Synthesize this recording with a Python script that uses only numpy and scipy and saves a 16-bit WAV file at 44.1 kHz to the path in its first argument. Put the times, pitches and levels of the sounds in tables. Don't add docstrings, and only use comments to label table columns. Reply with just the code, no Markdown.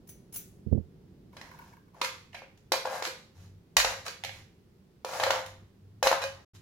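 import sys
import numpy as np
from scipy import signal
from scipy.fft import rfft, irfft, next_fast_len
from scipy.io import wavfile
from scipy.ndimage import uniform_filter1d

SR = 44100
rng = np.random.default_rng(int(sys.argv[2]) if len(sys.argv) > 2 else 0)


def file_out(sig):
    cols = np.atleast_2d(sig).T
    lim = np.clip(cols, -1, 1)
    pcm = np.round(lim * 32767).astype(np.int16)
    wavfile.write(sys.argv[1], SR, pcm)


N = 291501
RING = 2 ** 15
TIME = np.arange(N) / SR
AGE = np.arange(RING) / SR

# pitch_hz, density_db
AIR_SPECTRUM = [(25, -16), (55, -4.5), (110, -3.5), (180, 1), (270, -9), (390, -7), (600, -20),
                (1200, -25.5), (2500, -29.5), (5000, -32), (8000, -39), (16000, -38.5)]
AIR_DB = -61
# time_s, level_db
RUMBLE_LEVEL = [(0, -56), (1.3, -55.5), (2.2, -69.5), (6.6, -67.5)]
RUMBLE_TOP_HZ = 600
# start_s, length_s, level_db
HUM_SWELLS = [(2.147, 0.22, -60.5), (3.403, 0.16, -49), (3.865, 0.17, -54.5), (4.263, 0.15, -51),
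              (5.201, .18, -52), (5.49, 0.13, -50.5), (5.864, 0.13, -52), (6.223, 0.15, -52),
              (6.552, .1, -52.5)]
HUM_HZ = 99.5
HUM_ATTACK_S, HUM_RELEASE_S, HUM_REST_DB = 0.072, 0.065, -67.5

# start_s, level_db, rise_s
BUMPS = [(0.662, -20.5, 0.0028), (.714, -18, 0.0014), (.7262, -14, 0.00013), (.744, -15, 0.0013),
         (.777, -22, 0.00013)]
# pitch_hz, level_db, t60_s
BUMP_MODES = [(81.5, -4, 0.2), (113, 4.5, 0.063), (200, -1.5, 0.082), (432, 5, 0.0056)]
BUMP_LEFT_DB = -27.5
# pitch_hz, density_db
RUB_SPECTRUM = [(30, -7.5), (100, -8), (220, -4.5), (400, -8), (800, -29), (1500, -50.5), (4000, -62.5)]
# start_s, level_db
THUDS = [(3.769, -37.5), (3.846, -45), (6.029, -42.5)]
THUD_HZ, THUD_T60_S, THUD_PAN_DB = 49.7, 0.29, 5

# start_s, level_db, chatter_s
JINGLES = [(.072, -56, 0.0058), (.088, -46, 0.01), (.324, -48, 0.0061), (.336, -39, 0.015),
           (.357, -35, 0.008)]
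# pitch_hz, level_db, t60_s
JINGLE_MODES = [(2280, -16, 0.18), (6060, -9, 0.28), (9900, -8, 0.18), (10600, -4, 0.09), (11080, 8, 0.067),
                (14540, 4, 0.18), (15000, -9, 0.17), (15402, 1, .15)]
# pitch_hz, level_db
JINGLE_CRACK = [(500, -12), (2000, -14.5), (5000, -13), (6200, -6), (8300, -13), (10300, -5), (12500, -9),
                (14600, -22), (16000, -1.5)]

# start_s, level_db, contact_s
DISH_TOUCHES = [(2.0153, -36.5, 0.0017), (2.044, -52, 0.0021), (2.42, -65, 0.0013), (2.7195, -32.5, 0.0022),
                (3.023, -43.5, 0.00071), (3.06, -41.5, 0.027), (3.8463, -39, 0.0017), (4.075, -47.5, 0.02),
                (5.047, -41, 0.0013)]
# pitch_hz, level_db, t60_s
DISH_MODES = [(414, -20, .25), (386, -18, 0.19), (487, -1.5, 0.47), (528, 2, 0.34), (524, 1.5, 0.26),
              (965, 3.5, 0.28), (2400, -2, 0.37), (2617, -13, 0.19), (3300, -14, 0.18)]
# pitch_hz, level_db
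DISH_CRACK = [(150, -30), (330, -3.5), (480, 4), (700, -4), (1400, -13), (5000, -38)]

# start_s, level_db, contact_s
DROPS = [(2.328, -54, 0.0061), (2.345, -42, 0.0086), (2.39, -51.5, 0.0047), (4.237, -37, 0.0012),
         (4.247, -39.5, 0.0034), (4.292, -43, 0.0029)]
# pitch_hz, level_db, t60_s
DROP_MODES = [(786, 22, 0.052), (1730, -3, .04), (2200, -1, .04), (2560, -1, .04), (3020, -1, .04),
              (3280, -3, .04)]
# pitch_hz, level_db
DROP_CRACK = [(400, -22.5), (750, 11.5), (1200, -15.5), (2200, 9.5), (3200, 0.5), (5000, -6.5), (8000, -25),
              (16000, -43)]

# start_s, level_db
NUTS = [(1.329, -60), (1.367, -57), (1.415, -62), (1.513, -51.5), (1.535, -56.5), (1.588, -48.5),
        (1.617, -55), (1.88, -68), (1.943, -58)]
# pitch_hz, level_db, t60_s
NUT_MODES = [(926, 4.5, 0.074), (945, -5, .09), (1104, -4, 0.06), (1465, -4, 0.093), (1640, -13, 0.072),
             (2220, 8.5, 0.023)]
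# pitch_hz, level_db
NUT_CRACK = [(300, -16), (700, -40), (1000, 22), (1300, -9), (1600, 9), (2000, -15), (2600, -11),
             (7000, -25), (16000, -14)]
NUT_CONTACT_S = 0.003
# start_s, end_s
TUMBLE_SPAN_S = (1.42, 1.78)
TUMBLE_DB = -60.5

# start_s, level_db, contact_s
CLINKS = [(2.7205, -30.5, 0.0012), (3.071, -41.5, 0.0058), (3.7695, -30, .005), (4.064, -54, 0.0032),
          (4.079, -42.5, 0.0042), (5.307, -37, 0.0037), (6.072, -30.5, 0.0031), (6.237, -44.5, 0.0034)]
# pitch_hz, level_db, t60_s
SPOON_MODES = [(1778, -1.5, 0.25), (3120, -3, .25), (4157, 0.5, .1), (4040, -1.5, 0.62), (4270, -2.5, 0.28),
               (4540, -3.5, 0.3), (4730, -2.5, .25), (6670, -5.5, 0.22), (9530, -9, .25)]
# pitch_hz, level_db
SPOON_CRACK = [(600, -21.5), (2500, -8), (3300, -13), (3950, 5.5), (4700, -2), (5700, -8.5), (7300, -10),
               (8200, -14.5), (16000, -20)]

# start_s, strength_db, hardness_db (low knock to steel clack),
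# free_db (how freely the plate rings)
BLOWS = [(1.367, -45.5, 1, 4.5), (1.412, -47, 4, -4), (2.0141, -28, 4, -1), (2.045, -36, 7.5, 1.5),
         (2.345, -44.5, -1, 4.5), (2.42, -57, -15.5, 2), (2.574, -75, 9.5, -15), (2.7197, -23, -3.5, 5),
         (2.739, -32.5, -8.5, -19), (2.856, -34, -6.5, -13), (3.023, -31, -0.5, -6), (3.05, -36, 6, 3),
         (3.7669, -20, 3, -3.5), (3.799, -37, 14, 8), (3.8465, -22, 0, -15), (4.063, -39, 4, 1.5),
         (4.08, -43, 7, 3), (4.237, -48.5, 5, -17), (4.247, -40, -2, 4), (5.047, -36, -5.5, -5),
         (5.134, -35.5, -3, -1), (5.199, -27, -3.5, 7), (5.235, -22, -1, 1), (5.266, -27.5, -7, 9.5),
         (5.3054, -20, -3, -14), (5.335, -33, -6.5, -9), (5.461, -51.5, 4, -1), (6.0275, -23.5, -5.5, 9.5),
         (6.0625, -27, -7.5, -4), (6.07, -17, -3.5, -3.5), (6.1146, -23.5, -7, -4.5),
         (6.1275, -26.5, -9.5, -10), (6.143, -36, -7.5, 8), (6.218, -35, -1, 14), (6.238, -32.5, -4, 9.5)]
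# start_s, length_s, strength_db, grit_db (low groan to hiss)
SCRAPES = [(1.32, 0.22, -69.5, -5), (1.458, 0.3, -72, -3.5), (1.933, 0.15, -68.5, -7.5),
           (2.021, 0.048, -53.5, 5), (2.324, .071, -65.5, -3.5), (2.724, 0.044, -45.5, -9),
           (2.849, 0.033, -45, -11), (2.884, 0.129, -48, -6.5), (3.033, .048, -49, 0.5),
           (3.342, 0.15, -74.5, 0), (3.773, 0.02, -36, -2), (3.844, 0.1, -48, -5.5),
           (4.05, 0.033, -50.5, -2.5), (4.26, .17, -69.5, 1), (5.059, 0.25, -47.5, -5),
           (5.218, 0.023, -41, -10), (5.25, .17, -47.5, -9), (6.036, 0.055, -38.5, -3),
           (6.11, 0.03, -38.5, -10), (6.213, 0.034, -51, 0), (6.541, 0.034, -74, 7)]
# pitch_hz, level_db, t60_s
PLATE_MODES = [(524, 5.5, 0.49), (544, 9.5, 0.27), (615, -3.5, 0.12), (673, -3.5, .25), (716, -16.5, .25),
               (840, 0, 0.067), (785, -14.5, 0.52), (843, -16, 0.38), (1037, -4, 0.35), (1122, -10, 0.13),
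               (1510, -20.5, .25), (1623, 2, 0.3), (1575, -4, .25), (2046, -3, 0.15), (2454, -1, .2),
               (2540, -6.5, 0.35), (2575, -9, 0.26), (3022, -5.5, .3), (4010, 8, .07), (4000, -2.5, .25),
               (4830, -12, 0.27), (5450, -5.5, 0.23), (6160, -3.5, 0.2), (7450, -9.5, 0.19),
               (7800, -16, .3), (10800, -7.5, 0.33), (11490, -8.5, .25)]
# pitch_hz, level_db
PLATE_CRACK = [(100, -26), (380, -13), (540, 5.5), (900, 6.5), (1400, -1), (2100, -2), (2850, -5.5),
               (3900, -3.5), (5600, -1.5), (7200, -3), (8100, -10.5), (11500, -8.5), (16000, -18.5)]
# low_edge_hz, high_edge_hz
SPLITS_HZ = [1160, 3660]
FREE_TICK_DB, SLIDING_TICK_DB = 1.5, -10.5
LIFT_S = .02

# start_s, end_s
SILENCE = (6.447, 6.536)
TOP_HZ = 16100


def undb(db):
    return 10 ** (np.asarray(db) / 20)


def curve(rows):
    return np.interp(TIME, *np.transpose(rows))


def unit(x):
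    return x / np.sqrt(np.mean(np.sum(np.abs(x) ** 2, axis=-1)))


def fade(t60):
    return np.exp(-np.log(1000) * AGE / t60)


def gains(points, size):
    hz, db = np.transpose(points)
    bins_hz = np.fft.rfftfreq(size, 1 / SR)
    return undb(np.interp(np.log(bins_hz + 1), np.log(hz), db))


def click(points):
    cepstrum = irfft(np.log(gains(points, RING)))
    cepstrum[1:RING // 2] *= 2
    cepstrum[RING // 2 + 1:] = 0
    return unit(irfft(np.exp(rfft(cepstrum))))


def pair(size, apart_hz):
    mid, side = rfft(rng.standard_normal((2, size)))
    alike = 1 / (1 + (np.fft.rfftfreq(size, 1 / SR) / apart_hz) ** 2)
    mid = mid * np.sqrt((1 + alike) / 2)
    side = side * np.sqrt((1 - alike) / 2)
    return irfft(np.array([mid + side, mid - side]), size)


def noise(points, apart_hz):
    size = next_fast_len(N, True)
    x = irfft(rfft(pair(size, apart_hz)) * gains(points, size), size)[:, :N]
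    return x / x.std()


def pan(db):
    return undb(np.array([[db], [-db]]) / 2)


def add(track, s, x):
    start = int(s * SR)
    track[:, start:start + RING] += x[:, :N - start]


def hum_level():
    swells = sum(undb(db) * np.interp(TIME - s, [-HUM_ATTACK_S, 0, length, length + HUM_RELEASE_S], [0, 1, 1, 0])
                 for s, length, db in HUM_SWELLS)
    return np.maximum(swells, undb(HUM_REST_DB))


def hum(hum_db=-3, waver_hz=5, hum_grain=.7):
    drift = np.interp(TIME, np.linspace(0, TIME[-1], num=80), rng.standard_normal(80))
    tone = np.sqrt(2) * np.sin(2 * np.pi * np.cumsum(HUM_HZ + waver_hz * drift) / SR)
    grain = noise([(40, -12.5), (90, 3), (125, -5.5), (200, -9.5), (400, -49), (1000, -84.0)], 600)
    return undb(hum_db) * hum_level() * (tone + hum_grain * grain)


def room_air(air_pan_db=-1.5):
    low_pass = signal.butter(2, RUMBLE_TOP_HZ, fs=SR, output="sos")
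    rumble = undb(curve(RUMBLE_LEVEL)) * signal.sosfilt(low_pass, noise(AIR_SPECTRUM, 610))
    return (undb(AIR_DB) * noise(AIR_SPECTRUM, 520) + rumble) * pan(air_pan_db)


def kitchen(x, t60_s=0.51, treble_t60_s=0.25, damp_hz=7000, early_s=0.36, early=1.0, gap_s=0.00047,
            wet_db=0.0, bass_db=-7):
    echoes = irfft(rfft(pair(RING, 750)) * gains([(800, bass_db), (1800, 0.0022)], RING))
    dull = signal.sosfilt(signal.butter(1, damp_hz, fs=SR, output="sos"), echoes)
    tail = dull * fade(t60_s) + (echoes - dull) * fade(treble_t60_s)
    onset = np.clip(AGE / gap_s - .5, 0, 1)
    response = unit((tail + early * echoes * fade(early_s)) * onset)
    return undb(wet_db) * signal.fftconvolve(x, response, axes=1)[:, :N]


def thump(rub=.3, rub_s=0.12, low_hz=38, soft_hz=600):
    pushes, pressure = np.zeros((2, 2, N))
    swing = sum(undb(db) * np.sin(2 * np.pi * hz * AGE) * fade(t60) for hz, db, t60 in BUMP_MODES)
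    for s, db, rise_s in BUMPS:
        size = undb([[db + BUMP_LEFT_DB], [db]]) * (1 - np.exp(-AGE / rise_s)) ** 2
        add(pushes, s, -size * swing)
        add(pressure, s, size * fade(rub_s))
    for s, db in THUDS:
        size = undb(db) * pan(THUD_PAN_DB)
        add(pushes, s, -size * np.sin(2 * np.pi * THUD_HZ * AGE) * fade(THUD_T60_S))
        add(pressure, s, size * fade(rub_s))
    softness = signal.butter(3, [low_hz, soft_hz], "band", fs=SR, output="sos")
    return signal.sosfilt(softness, pushes + rub * pressure * noise(RUB_SPECTRUM, 530))


def chatter(length, apart_hz=1100, rise=1.0):
    age = AGE / length
    return unit(pair(RING, apart_hz) * np.exp(-age ** 2) * (1 - np.exp(-age / rise)))


def ringer(modes):
    rings = np.array([undb(db) * unit(np.exp(2j * np.pi * hz * AGE) * fade(t60)) for hz, db, t60 in modes])
    return rings / np.sqrt(np.sum(rings.imag ** 2))


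def struck(rings, modes, scatter_db=2, apart_hz=1000, spread_s=0.0044):
    size, skew = rng.standard_normal((2, len(modes)))
    turn = skew * (np.array(modes)[:, 0] / apart_hz) ** 2 / 2
    weights = undb(scatter_db * size) * np.exp(1j * np.array([turn, -turn]))
    return (weights @ rings).real * (1 - np.exp(-AGE / spread_s)) ** 2


def taps(events, modes, colour, ring_db, pan_db, level_span_s=0.0097):
    crack, rings = rfft(click(colour)), ringer(modes)
    cracks, ringing = np.zeros((2, 2, N))
    for s, db, length in events:
        size = undb(db) * np.sqrt(level_span_s * SR) * pan(pan_db)
        add(cracks, s, size * unit(irfft(rfft(chatter(length)) * crack)))
        add(ringing, s, size * struck(rings, modes) * (1 - np.exp(-2 * AGE / length)))
    return np.array([cracks, undb(ring_db) * ringing])


def jingle():
    return taps(JINGLES, JINGLE_MODES, JINGLE_CRACK, ring_db=6, pan_db=0.5)


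def dish():
    return taps(DISH_TOUCHES, DISH_MODES, DISH_CRACK, ring_db=4, pan_db=-2.0)


def falling_nut():
    return taps(DROPS, DROP_MODES, DROP_CRACK, ring_db=-15, pan_db=-5)


def tumble(count=14, scatter_db=2):
    when, size = rng.random((count, 2)).T
    times = np.interp(np.arange(count) + when, [0, count], TUMBLE_SPAN_S)
    light = list(zip(times, TUMBLE_DB + scatter_db * (2 * size - 1)))
    return [(s, db, NUT_CONTACT_S) for s, db in list(NUTS) + light]


def tumbling_nuts():
    return taps(tumble(), NUT_MODES, NUT_CRACK, ring_db=8, pan_db=-2)


def clinks():
    return taps(CLINKS, SPOON_MODES, SPOON_CRACK, ring_db=-1.5, pan_db=-3.5)


def sliding(s):
    return any(start <= s <= start + length + LIFT_S for start, length, *_ in SCRAPES)


def blow_force(s, strength_db, hard_db, free_db, chatter_s=0.0038, level_span_s=0.003, knock_ring=0.5, flex=0.86):
    push = np.tile(1. 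* (AGE == 0), (2, 1))
    rattle = chatter(chatter_s)
    tick_db = SLIDING_TICK_DB if sliding(s) else FREE_TICK_DB
    levels_db = strength_db + np.array([-hard_db, hard_db, hard_db + tick_db])
    size = np.sqrt(level_span_s * SR) * undb(levels_db)[:, None, None]
    force = size * np.array([flex * push, rattle, rattle])
    drive = size * undb(free_db) * np.array([knock_ring * push, push, push])
    return force, drive


def scrape_force(length, strength_db, grit_db, slips_hz=700, uneven_db=3, hiss=(.35, .9, 2.2),
                 treble_db=1.93, ring=1.3):
    slips = rng.random(RING) < slips_hz / SR
    catches = slips * undb(uneven_db * rng.standard_normal(RING)) * rng.choice([-1, 1], RING)
    stroke = np.sqrt(np.maximum(np.sin(np.pi * np.minimum(AGE / length, 1)), 0))
    coarse, fine = unit(catches * stroke), unit(pair(RING, 610) * stroke)
    levels_db = strength_db + np.array([-grit_db, grit_db, grit_db + treble_db])
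    bands = [undb(db) * unit(coarse + share * fine) for db, share in zip(levels_db, hiss)]
    force = np.sqrt(length * SR) * np.array(bands)
    return force, ring * force


def plate_bands(crack, pans_db):
    hz = np.fft.rfftfreq(RING, 1 / SR)
    edges = ((SPLITS_HZ[0], "low"), (SPLITS_HZ, "band"), (SPLITS_HZ[1], "high"))
    filters = [signal.butter(2, edge, kind, fs=SR) for edge, kind in edges]
    bands = np.array([signal.freqz(b, a, hz, fs=SR)[1] for b, a in filters])
    bands[1] *= -1
    return np.array([band / np.linalg.norm(irfft(band * crack)) * pan(db) for band, db in zip(bands, pans_db)])


def spoon_on_plate(ring_db=-4.0, knock_pan_db=2.0, clack_pan_db=-2, tick_pan_db=-2, held_db=-5):
    crack, rings = rfft(click(PLATE_CRACK)), ringer(PLATE_MODES)
    bands = plate_bands(crack, (knock_pan_db, clack_pan_db, tick_pan_db))
    cracks, ringing = np.zeros((2, 2, N))
    held = rings * undb(np.interp(np.array(PLATE_MODES)[:, :1], [550, 700], [held_db, 0]))
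    contacts = [(s, blow_force(s, *how), rings) for s, *how in BLOWS]
    contacts += [(s, scrape_force(*how), held) for s, *how in SCRAPES]
    for s, drives, modes in contacts:
        force, drive = (np.sum(rfft(x) * bands, axis=0) for x in drives)
        add(cracks, s, irfft(force * crack))
        add(ringing, s, irfft(drive * rfft(struck(modes, PLATE_MODES))))
    return np.array([cracks, undb(ring_db) * ringing])


def scene():
    small_contacts = jingle() + dish() + falling_nut() + tumbling_nuts() + clinks()
    cracks, ringing = spoon_on_plate() + small_contacts
    return cracks + ringing + kitchen(cracks) + thump() + hum() + room_air()


def record(dry):
    live = uniform_filter1d(1. * ((TIME < SILENCE[0]) | (TIME > SILENCE[1])), size=200)
    top_cut = signal.ellip(10, .2, 70, TOP_HZ, fs=SR, output="sos")
    return signal.sosfilt(top_cut, dry * live)


dry = scene()
out = record(dry)
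file_out(out)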